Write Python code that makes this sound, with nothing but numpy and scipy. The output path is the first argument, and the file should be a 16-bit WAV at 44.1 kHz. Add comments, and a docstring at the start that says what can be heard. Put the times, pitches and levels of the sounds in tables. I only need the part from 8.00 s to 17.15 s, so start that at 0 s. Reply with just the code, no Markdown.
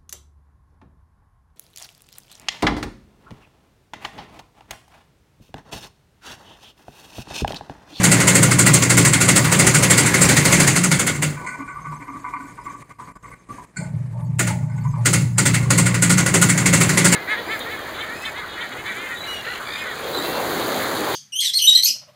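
"""A top-loading washer with its cover off spins an empty tub. At first the motor hums, the cabinet booms,
and a loose part slaps four times a turn, rattling through the tub and the sheet-metal cabinet.
From about 3.3 s the tub coasts: the same contact only knocks softly over a faint whir. Faint, brief high
chirps follow the knocks, and the level dips a few times. Near 5.8 s the motor pulls again and the
suspension groans. The slaps come back, a few at first, then steadily from about 7.4 s."""
import sys
import numpy as np
from scipy import signal
from scipy.io import wavfile
from scipy.ndimage import uniform_filter1d

SR = 44100
rng = np.random.default_rng(int(sys.argv[2]) if len(sys.argv) > 2 else 0)


def persist_wave(psi):
    """Save psi, clipped to +-1, as 16-bit WAV."""
    counts = np.round(np.clip(psi, -1, 1) * 32767).astype(np.int16)
    wavfile.write(sys.argv[1], SR, np.atleast_2d(counts).T)


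N = 403515

# Whir of bearings and air: t/s, level/dB, extra treble/dB
WHIR_LEVELS = [(0.0, -13, 3.5), (0.84, -18.5, 1), (2.62, -13.5, 7), (2.93, -24, 0), (3.11, -24, -6.5),
               (3.67, -37.5, -3.5), (4.7, -40, 1.5), (5.2, -40, -1), (5.81, -35, -0.5), (5.94, -42.5, -1),
               (6.6, -44, -0.5), (7.0, -41, 2.5), (7.45, -36, -5.5), (7.65, -23.5, -7.5), (8.36, -23, -1),
               (9.15, -17, 5)]
# Tone colour of the whir: f/Hz, level/dB
WHIR_COLOUR = [(18, -42), (30, -12.5), (134, -2.5), (204, -1), (822, -13.5), (1160, -7), (1320, -21.5),
               (1500, -10.5), (1760, -12), (2120, -13.5), (2680, -25), (5400, -28), (6900, -24.5),
               (10000, -23), (12000, -43), (16000, -39.5)]
# How far the tub has turned: t/s, angle/turns
TUB_TURNS = [(-0.27, -1), (2.837, 9), (6.473, 20), (7.135, 22), (9.37, 29)]
# Base pitch of the magnetic hum, which sounds at twice and three times this: t/s, f/Hz
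HUM_PITCH = [(0, 60.17), (3.2, 59.44), (5.8, 58.96), (9.15, 59.27)]
# Motor sounds: t/s, low hum/dB, cabinet boom/dB, high hum/dB
MOTOR_LEVELS = [(0.0, -22.5, -26, -20), (0.76, -19.5, -25.5, -22.5), (2.0, -24.5, -24.5, -25.5),
                (2.72, -28, -21.5, -25.5), (2.82, -31, -31, -22), (3.08, -36, -22, -30),
                (3.17, -41, -31, -51), (3.3, -42, -29, -42), (3.5, -55, -56, -63), (3.9, -51, -44, -61),
                (4.2, -53, -58, -66), (5.73, -51, -65, -52.5), (5.79, -42, -26.5, -35),
                (5.9, -36, -35, -36), (5.96, -26, -27.5, -37), (6.16, -29, -39, -43),
                (6.29, -22.5, -25.5, -43), (6.46, -23.5, -29, -28.5), (6.8, -28, -28.5, -36),
                (7.02, -22, -29, -42), (7.09, -21.5, -26, -27.5), (7.7, -20, -24.5, -26),
                (7.8, -20.5, -29, -20.5), (9.15, -27, -26, -20)]
# Swell once a turn, a row each for low hum, boom and high hum: depth/dB, loudest at/turns
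MOTOR_SWELL = [(1.0, 0.2), (2.5, 0.29), (4.0, 0.065)]
# Deep modes of the cabinet (a mode is a pitch at which a thing likes to ring): f/Hz, width/Hz, level/dB
BOOM_MODES = [(92, 14, -12), (112, 14, -17), (148.6, 30, 0), (236, 8, -19)]
# Groans of the suspension: t/s, low mode/dB, high mode/dB
GROANS = [(5.8, -41, -44.5), (5.975, -56, -61), (6.14, -43.5, -40), (6.395, -34, -47), (6.48, -39, -32),
          (6.62, -64, -54), (6.75, -62, -45), (6.97, -42, -45), (7.15, -48, -40), (7.385, -52, -33)]
# The two modes that groan: f/Hz, width/Hz
GROAN_MODES = [(610, 94), (872, 89)]
# Pitches of the faint high chirps: f/Hz, level/dB
HIGH_CHIRPS = [(4500, -70), (5000, -71), (6350, -60), (6650, -62), (7300, -63), (7700, -62), (8900, -65),
               (9650, -66), (11300, -72), (12800, -71), (13200, -72), (14000, -76), (14800, -73)]
# Soft knocks: t/s, level/dB, then added to that level: bottom mode/dB, low modes/dB, upper modes/dB
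KNOCKS = [(3.3692, -31.5, -14, -2, -2), (3.4396, -53, -24, 18, 8), (3.469, -30, -32, -4, 6.5),
          (3.5339, -38, -26, 0, -16), (3.594, -30.5, -2.5, -9, -7), (3.683, -26.5, -11.5, -7, -3.5),
          (3.7509, -29, -26, -11, -15), (3.848, -27, -28, -15, -11), (3.9204, -30, -25, -4.5, -13),
          (4.007, -31.5, -7, -2, -4), (4.081, -28, -5.5, -8, -14), (4.146, -31.5, 4, -6.5, -13),
          (4.249, -24.5, -20, -3.5, -9.5), (4.336, -22.5, -18, -6.5, -10.5), (4.406, -33.5, 1, -4, -5),
          (4.4832, -38, -6, -9, -7), (4.576, -34, -12, -5, -9), (4.6605, -28, -7, -11, -10),
          (4.736, -34.5, -10, -17, -22), (4.8179, -37, -19, -13, -13), (4.9038, -36, -24, -15, -11),
          (4.9906, -31, -12, -6, -21), (5.0754, -35.5, -18, -6, -12), (5.1587, -37.5, -13, -6, -15.5),
          (5.242, -34, -23, -9, -8.5), (5.3224, -38, -18.5, -23, -4), (5.494, -32, -5, -25, -22),
          (5.587, -40.5, -24, 7.5, -22), (5.7673, -50.5, 0.5, -11, 18.5), (6.189, -51, -4, 1, -7),
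          (6.6957, -48, -17, 5, 3.5), (6.778, -47, -26, -10, 0), (6.8483, -40, -8, 5, -7),
          (6.9396, -35, -15, 2.5, -12), (7.27, -52, -10, -3, -5)]
# Modes of the tub under a knock: f/Hz, width/Hz, level/dB
TUB_MODES = [(279.5, 38, 6.5), (713, 21, -16.5), (992, 100, 7.5), (1145, 70, 4), (1491, 59, 5.5),
             (2010, 290, 0), (2125, 150, 2), (2348, 45, -3), (4370, 250, -6), (4870, 390, -12),
             (6510, 400, -9.5), (7240, 400, 0.5), (8130, 350, -0.5), (8940, 570, -5)]
# Panel tones kept going by the slaps: f/Hz, level next to the slap/dB, phase wander/rad
PANEL_TONES = [(204, -32, 0.39), (224.8, -30.5, 0.47), (291, -28, 0.78), (332.8, -30.5, 0.53)]
# Slaps of the loose part: t/s, treble level/dB
SLAPS = [(0.0383, 0), (0.115, 0), (0.202, -5), (0.277, 0), (0.352, 0), (0.427, -1.5), (0.512, -4.5),
         (0.5906, -1.5), (0.6633, 0.5), (0.7385, 0), (0.822, -3.5), (0.901, -1), (0.975, 1), (1.0492, -0.5),
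         (1.1323, -5), (1.2105, -1.5), (1.286, 0.5), (1.3594, 0.5), (1.4433, -7), (1.522, -2.5),
         (1.5954, -1), (1.667, -0.5), (1.745, -1.5), (1.8312, -3), (1.905, 0), (1.978, 0), (2.0587, -5.5),
         (2.141, -4.5), (2.2147, 0), (2.2895, -1), (2.366, -1.5), (2.4515, -4), (2.524, 0), (2.5993, -0.5),
         (2.674, -2.5), (2.761, -5.5), (2.8374, -6.5), (2.9143, -4.5), (2.994, -6.5), (3.0705, -6.5),
         (3.1494, -22), (3.2228, -8.5), (3.2994, -27.5), (6.392, -8), (6.4729, -16.5), (7.0564, -4.5),
         (7.135, -5), (7.2094, -27), (7.381, -4.5), (7.46, -6), (7.5425, -9.5), (7.6264, -26),
         (7.704, -3.5), (7.7822, -4.5), (7.8623, -10), (7.942, -12), (8.0224, -4), (8.1004, -3.5),
         (8.179, -5), (8.261, -8), (8.34, -2), (8.42, -2.5), (8.4936, -6), (8.5756, -7), (8.6573, -4),
         (8.734, -2.5), (8.8098, -4), (8.8914, -7), (8.973, -2.5), (9.05, -1), (9.1232, -3)]
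# Light touch just ahead of a slap, next to the slap itself; one row before the coast, one after:
# level/dB for each of the four quarters of a turn
FIRST_TOUCH = [(-9, -13.5, -12, -8), (-6, -7, -19, -19)]
# Tone colour of a slap: f/Hz, level/dB
SLAP_COLOUR = [(140, -35), (230, -24), (290, -9.5), (365, -5.5), (539, -9.5), (783, -11), (1590, 1),
               (2080, -5.5), (2960, -13), (5420, -36), (7460, -4), (10300, -20), (12300, -46), (16000, -5)]
# How long the rattle takes to fade by 60 dB: f/Hz, fade time/s
RATTLE_FADE = [(250, 0.44), (1000, 0.15), (3000, 0.25), (8000, 0.15), (15000, 0.043)]
# Cabinet modes that stand out of the rattle: f/Hz, width/Hz, level/dB
CABINET_MODES = [(272, 18, -9), (381, 8.8, -10.5), (546, 39, -8), (1445.5, 43, -3), (1960, 120, 0),
                 (2148, 140, -0.5), (2690, 84, -15), (4290, 650, -15), (4750, 720, -15.5), (6400, 440, -12),
                 (6970, 260, -9.5), (7545, 94, -10.5), (8200, 120, -14.5), (9290, 250, -16.5),
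                 (10300, 360, -14.5), (15000, 1200, -18.5)]
# Brief dips of the whole sound: start t/s, end t/s, level/dB
DIPS = [(4.831, 4.892, -9.5), (4.926, 4.985, -10), (5.124, 5.154, -14), (5.175, 5.226, -13),
        (5.347, 5.488, -10), (5.653, 5.767, -12)]


def from_db(db):
    """Turn decibels into a number to multiply by."""
    return 10 ** (np.asarray(db) / 20)


def rms_one(x):
    """Scale a signal so that its average strength (rms) is 1."""
    return x / np.sqrt(np.mean(x ** 2) + 1e-20)


def in_time(rows):
    """Join a table's points with straight lines: one curve for each column after the time."""
    times, *columns = np.transpose(rows)
    return [np.interp(np.arange(N) / SR, times, column) for column in columns]


def at_hz(points, hz):
    """Look up a table's value at a pitch, with octaves evenly spaced."""
    pitches, values = np.transpose(points)
    return np.interp(np.log(hz), np.log(pitches), values)


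def drift(rate_hz):
    """A smooth random wobble of about size 1."""
    pole = np.exp(-80 * np.pi * rate_hz / SR)
    slow = signal.lfilter([1], [1, -2 * pole, pole * pole], rng.standard_normal(N // 40 + 2002))[2000:]
    return np.interp(np.arange(N) / 40, np.arange(len(slow)), rms_one(slow))


def resonance(x, hz, width_hz):
    """Let through only the part of a sound that lies near one pitch."""
    pole = np.exp(-np.pi * width_hz / SR)
    gain = (1 - pole * pole) / 2
    return signal.lfilter([gain, 0, -gain], [1, -2 * pole * np.cos(2 * np.pi * hz / SR), pole * pole], x)


def pitched_noise(hz, width_hz):
    """Noise sent twice through one resonance, so that it almost sings."""
    return rms_one(resonance(resonance(rng.standard_normal(N), hz, width_hz), hz, width_hz))


def noise_bands(low_hz):
    """Slices of noise a third of an octave wide, each with its middle pitch."""
    edges, white = low_hz * 2 ** (np.arange(40) / 3), rng.standard_normal((2, N))
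    edges = edges[edges < 17000]
    for k, (low, high) in enumerate(zip(edges, edges[1:])):
        band = signal.butter(2, [low, high], "band", fs=SR, output="sos")
        yield np.sqrt(low * high), signal.sosfilt(band, white[k % 2])


def wavering_tone(hz, db, wander_rad):
    """A tone that is slightly unsteady in pitch."""
    return np.sqrt(2) * from_db(db) * np.sin(2 * np.pi * hz * np.arange(N) / SR + wander_rad * drift(6.4))


def hit_shape(times, level_db, fade_s, rise_s, hold_s, touch_db, tail_db, tail_s):
    """Loudness of hits: light touch, rise, hold, quick fade, room tail. Fade times are for 60 dB."""
    rate = SR / 8
    starts = np.round(np.asarray(times) * rate).astype(int)
    hold, lead = max(int(hold_s * rate), 1), int(0.0067 * rate)
    chatter, release = np.zeros((2, N // 8 + hold + 2)) + 1e-18
    for start, power, touch in zip(starts, from_db(2 * level_db), from_db(2 * (level_db + touch_db))):
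        chatter[max(start - lead, 0):start] += touch
        chatter[start:start + hold] += power
        release[start + hold] += power
    quick, slow = (signal.lfilter([1], [1, -from_db(-120 / (s * rate))], release) for s in (fade_s, tail_s))
    tail, rise = min(from_db(2 * tail_db), 1), np.exp(-1 / (rise_s * rate))
    power = signal.lfilter([1 - rise], [1, -rise], chatter + (1 - tail) * quick + tail * slow)
    return np.repeat(np.sqrt(power), 8)[:N]


def whir():
    """Bearings and air make a smooth rushing noise as the tub turns."""
    level_db, treble_db = in_time(WHIR_LEVELS)
    shared_drift, air = drift(24), np.zeros(N)
    for hz, noise in noise_bands(60.64):
        flicker_db = 2.0 * (shared_drift + drift(25))
        treble_share = np.clip(np.log2(hz / 1100), 0, 1)
        air += from_db(at_hz(WHIR_COLOUR, hz) + flicker_db + treble_db * treble_share) * noise
    return from_db(level_db - 7.0) * rms_one(air)


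def floor_rumble():
    """The floor shakes, a little more when the motor's low hum is louder."""
    band = signal.butter(3, [38, 60], "band", fs=SR, output="sos")
    rumble = rms_one(signal.sosfilt(band, rng.standard_normal(N)))
    low_hum_db = in_time(MOTOR_LEVELS)[0]
    return from_db(-41.5 + 0.27 * low_hum_db) * rumble


def motor():
    """Magnetic pull hums at two pitches and uneven drive makes the cabinet boom; all swell once a turn."""
    turns, = in_time(TUB_TURNS)
    low_db, boom_db, high_db = [
        db + depth_db * np.cos(2 * np.pi * (turns - loudest_at)) + 0.63 * drift(9.0)
        for db, (depth_db, loudest_at) in zip(in_time(MOTOR_LEVELS), MOTOR_SWELL)]
    phase = 2 * np.pi * np.cumsum(in_time(HUM_PITCH)[0]) / SR + 0.25 * drift(13.0)
    low_hum = from_db(low_db + 1.9 * drift(21)) * np.sin(2 * phase)
    high_hum = from_db(high_db + 1.9 * drift(27)) * np.sin(3 * phase + 0.47 * drift(6))
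    boom = wavering_tone(hz=145, db=-1.4, wander_rad=1.0)
    boom += sum(from_db(db) * pitched_noise(hz, width_hz) for hz, width_hz, db in BOOM_MODES)
    return np.sqrt(2) * (low_hum + high_hum) + from_db(boom_db) * boom


def suspension_groans():
    """The suspension rubs in short strokes while the tub gathers speed."""
    times, *levels = np.transpose(GROANS)
    out = np.zeros(N)
    for db, mode in zip(levels, GROAN_MODES):
        shape = hit_shape(times, db, fade_s=0.29, rise_s=0.004, hold_s=0.022,
                          touch_db=-8, tail_db=-6, tail_s=1.0)
        out += shape * pitched_noise(*mode)
    return out


def high_chirps():
    """Faint, brief high chirps sound at randomly picked pitches just after each knock."""
    times, out = np.transpose(KNOCKS)[0], np.zeros(N)
    boost_db = 6.0 * (times > 6.5)   # louder after 6.5 s
    for hz, db in HIGH_CHIRPS:
        pick, lateness, strength = rng.random((len(times), 3)).T
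        picked = pick < 0.5
        starts = times + 0.01 + 0.06 * lateness
        level_db = db + 4.0 * (2 * strength - 1) + boost_db
        shape = hit_shape(starts[picked], level_db[picked], fade_s=0.2, rise_s=0.002, hold_s=0.015,
                          touch_db=-30, tail_db=-30, tail_s=0.2)
        out += shape * pitched_noise(hz, width_hz=140)
    return out


def knocks():
    """A soft, grainy scrape sets the tub ringing, with a different mix of low and high each time."""
    times, level_db, bottom_db, low_db, upper_db = np.transpose(KNOCKS)
    middle_db, metal_db = upper_db - 2.5, -15 + 1.94 * upper_db
    groups_db = [bottom_db, low_db, 0, middle_db, upper_db, metal_db]
    group_edges_hz = [400, 1070, 1300, 1700, 3000]
    out = np.zeros(N)
    for hz, width_hz, mode_db in TUB_MODES:
        hit_db = level_db + groups_db[np.searchsorted(group_edges_hz, hz)] + rng.normal(0, 2.1, len(times))
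        shape = hit_shape(times, hit_db, fade_s=0.26, rise_s=0.0013, hold_s=0.012,
                          touch_db=-5.5, tail_db=-5, tail_s=0.35 if hz < 3000 else 0.2)
        out += from_db(mode_db - 10.0) * pitched_noise(hz, width_hz) * shape
    grain = from_db(2.2 * drift(45))
    return grain * out


def panel_ringing():
    """Little holds the panels still, so they ring on from slap to slap."""
    times, treble_db = np.transpose(SLAPS)
    shape = hit_shape(times, treble_db, fade_s=0.35, rise_s=0.011, hold_s=0.034,
                      touch_db=-31.5, tail_db=-39.5, tail_s=0.5)
    return shape * sum(wavering_tone(*tone) for tone in PANEL_TONES)


def slaps():
    """Each slap shakes many loose parts into a burst of rattling noise, which makes the cabinet ring."""
    times, treble_db = np.transpose(SLAPS)
    ring_luck, thud_luck, touch_luck = rng.standard_normal((len(times), 3)).T
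    ring_db = np.minimum(-15 - 0.59 * treble_db, -9.5) + ring_luck   # softer slaps: a bigger share of ring
    thud_db = -8 - thud_luck
    quarter = np.round(4 * np.interp(times, *np.transpose(TUB_TURNS))).astype(int) % 4
    after_coast = (times > 5.0).astype(int)
    touch_db = np.array(FIRST_TOUCH)[after_coast, quarter] + 1.5 * touch_luck

    def strength_db(hz):
        """Level of each slap at one pitch, from low thud through tub ring to treble."""
        thud_share = np.clip(np.log2(900 / hz) + 0.5, 0, 1)
        ring_share = np.clip(1 - abs(np.log2(hz / 1700)), 0, 1)
        return treble_db + thud_share * thud_db + ring_share * ring_db

    out = np.zeros(N)
    for hz, noise in noise_bands(227.1):
        shape = hit_shape(times, strength_db(hz), at_hz(RATTLE_FADE, hz), rise_s=0.003, hold_s=0.002,
                          touch_db=touch_db, tail_db=-16.5, tail_s=0.33)
        out += from_db(at_hz(SLAP_COLOUR, hz) + 3.2 * drift(38) + 6.5) * shape * noise
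    for hz, width_hz, mode_db in CABINET_MODES:
        hit_db = strength_db(hz) + rng.normal(0, 1.93, len(times))
        shape = hit_shape(times, hit_db, at_hz(RATTLE_FADE, hz), rise_s=0.0016, hold_s=0.0031,
                          touch_db=touch_db, tail_db=-9.5, tail_s=0.44)
        ringing = rms_one(resonance(rng.standard_normal(N), hz, width_hz))
        out += from_db(mode_db - 8.5) * ringing * shape
    return out


def scene():
    """All the sounds together in one channel, heard close above the tub."""
    loose_part = slaps() + panel_ringing() + knocks()
    return (loose_part + high_chirps() + suspension_groans() + motor() + whir() + floor_rumble())[None, :]


def record(dry):
    """The level dips briefly in the quiet stretch, peaks are rounded and the highest treble is cut."""
    dip_db, t = np.zeros(N), np.arange(N) / SR
    for start, end, db in DIPS:
        dip_db[(t >= start) & (t < end)] = db
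    dipped = dry * from_db(uniform_filter1d(dip_db, size=200))
    rounded = 0.85 * np.tanh(dipped / 0.85)
    treble_cut = signal.ellip(12, 0.3, 68, 15750, fs=SR, output="sos")
    return signal.sosfilt(treble_cut, rounded)


dry = scene()
out = record(dry)
persist_wave(out)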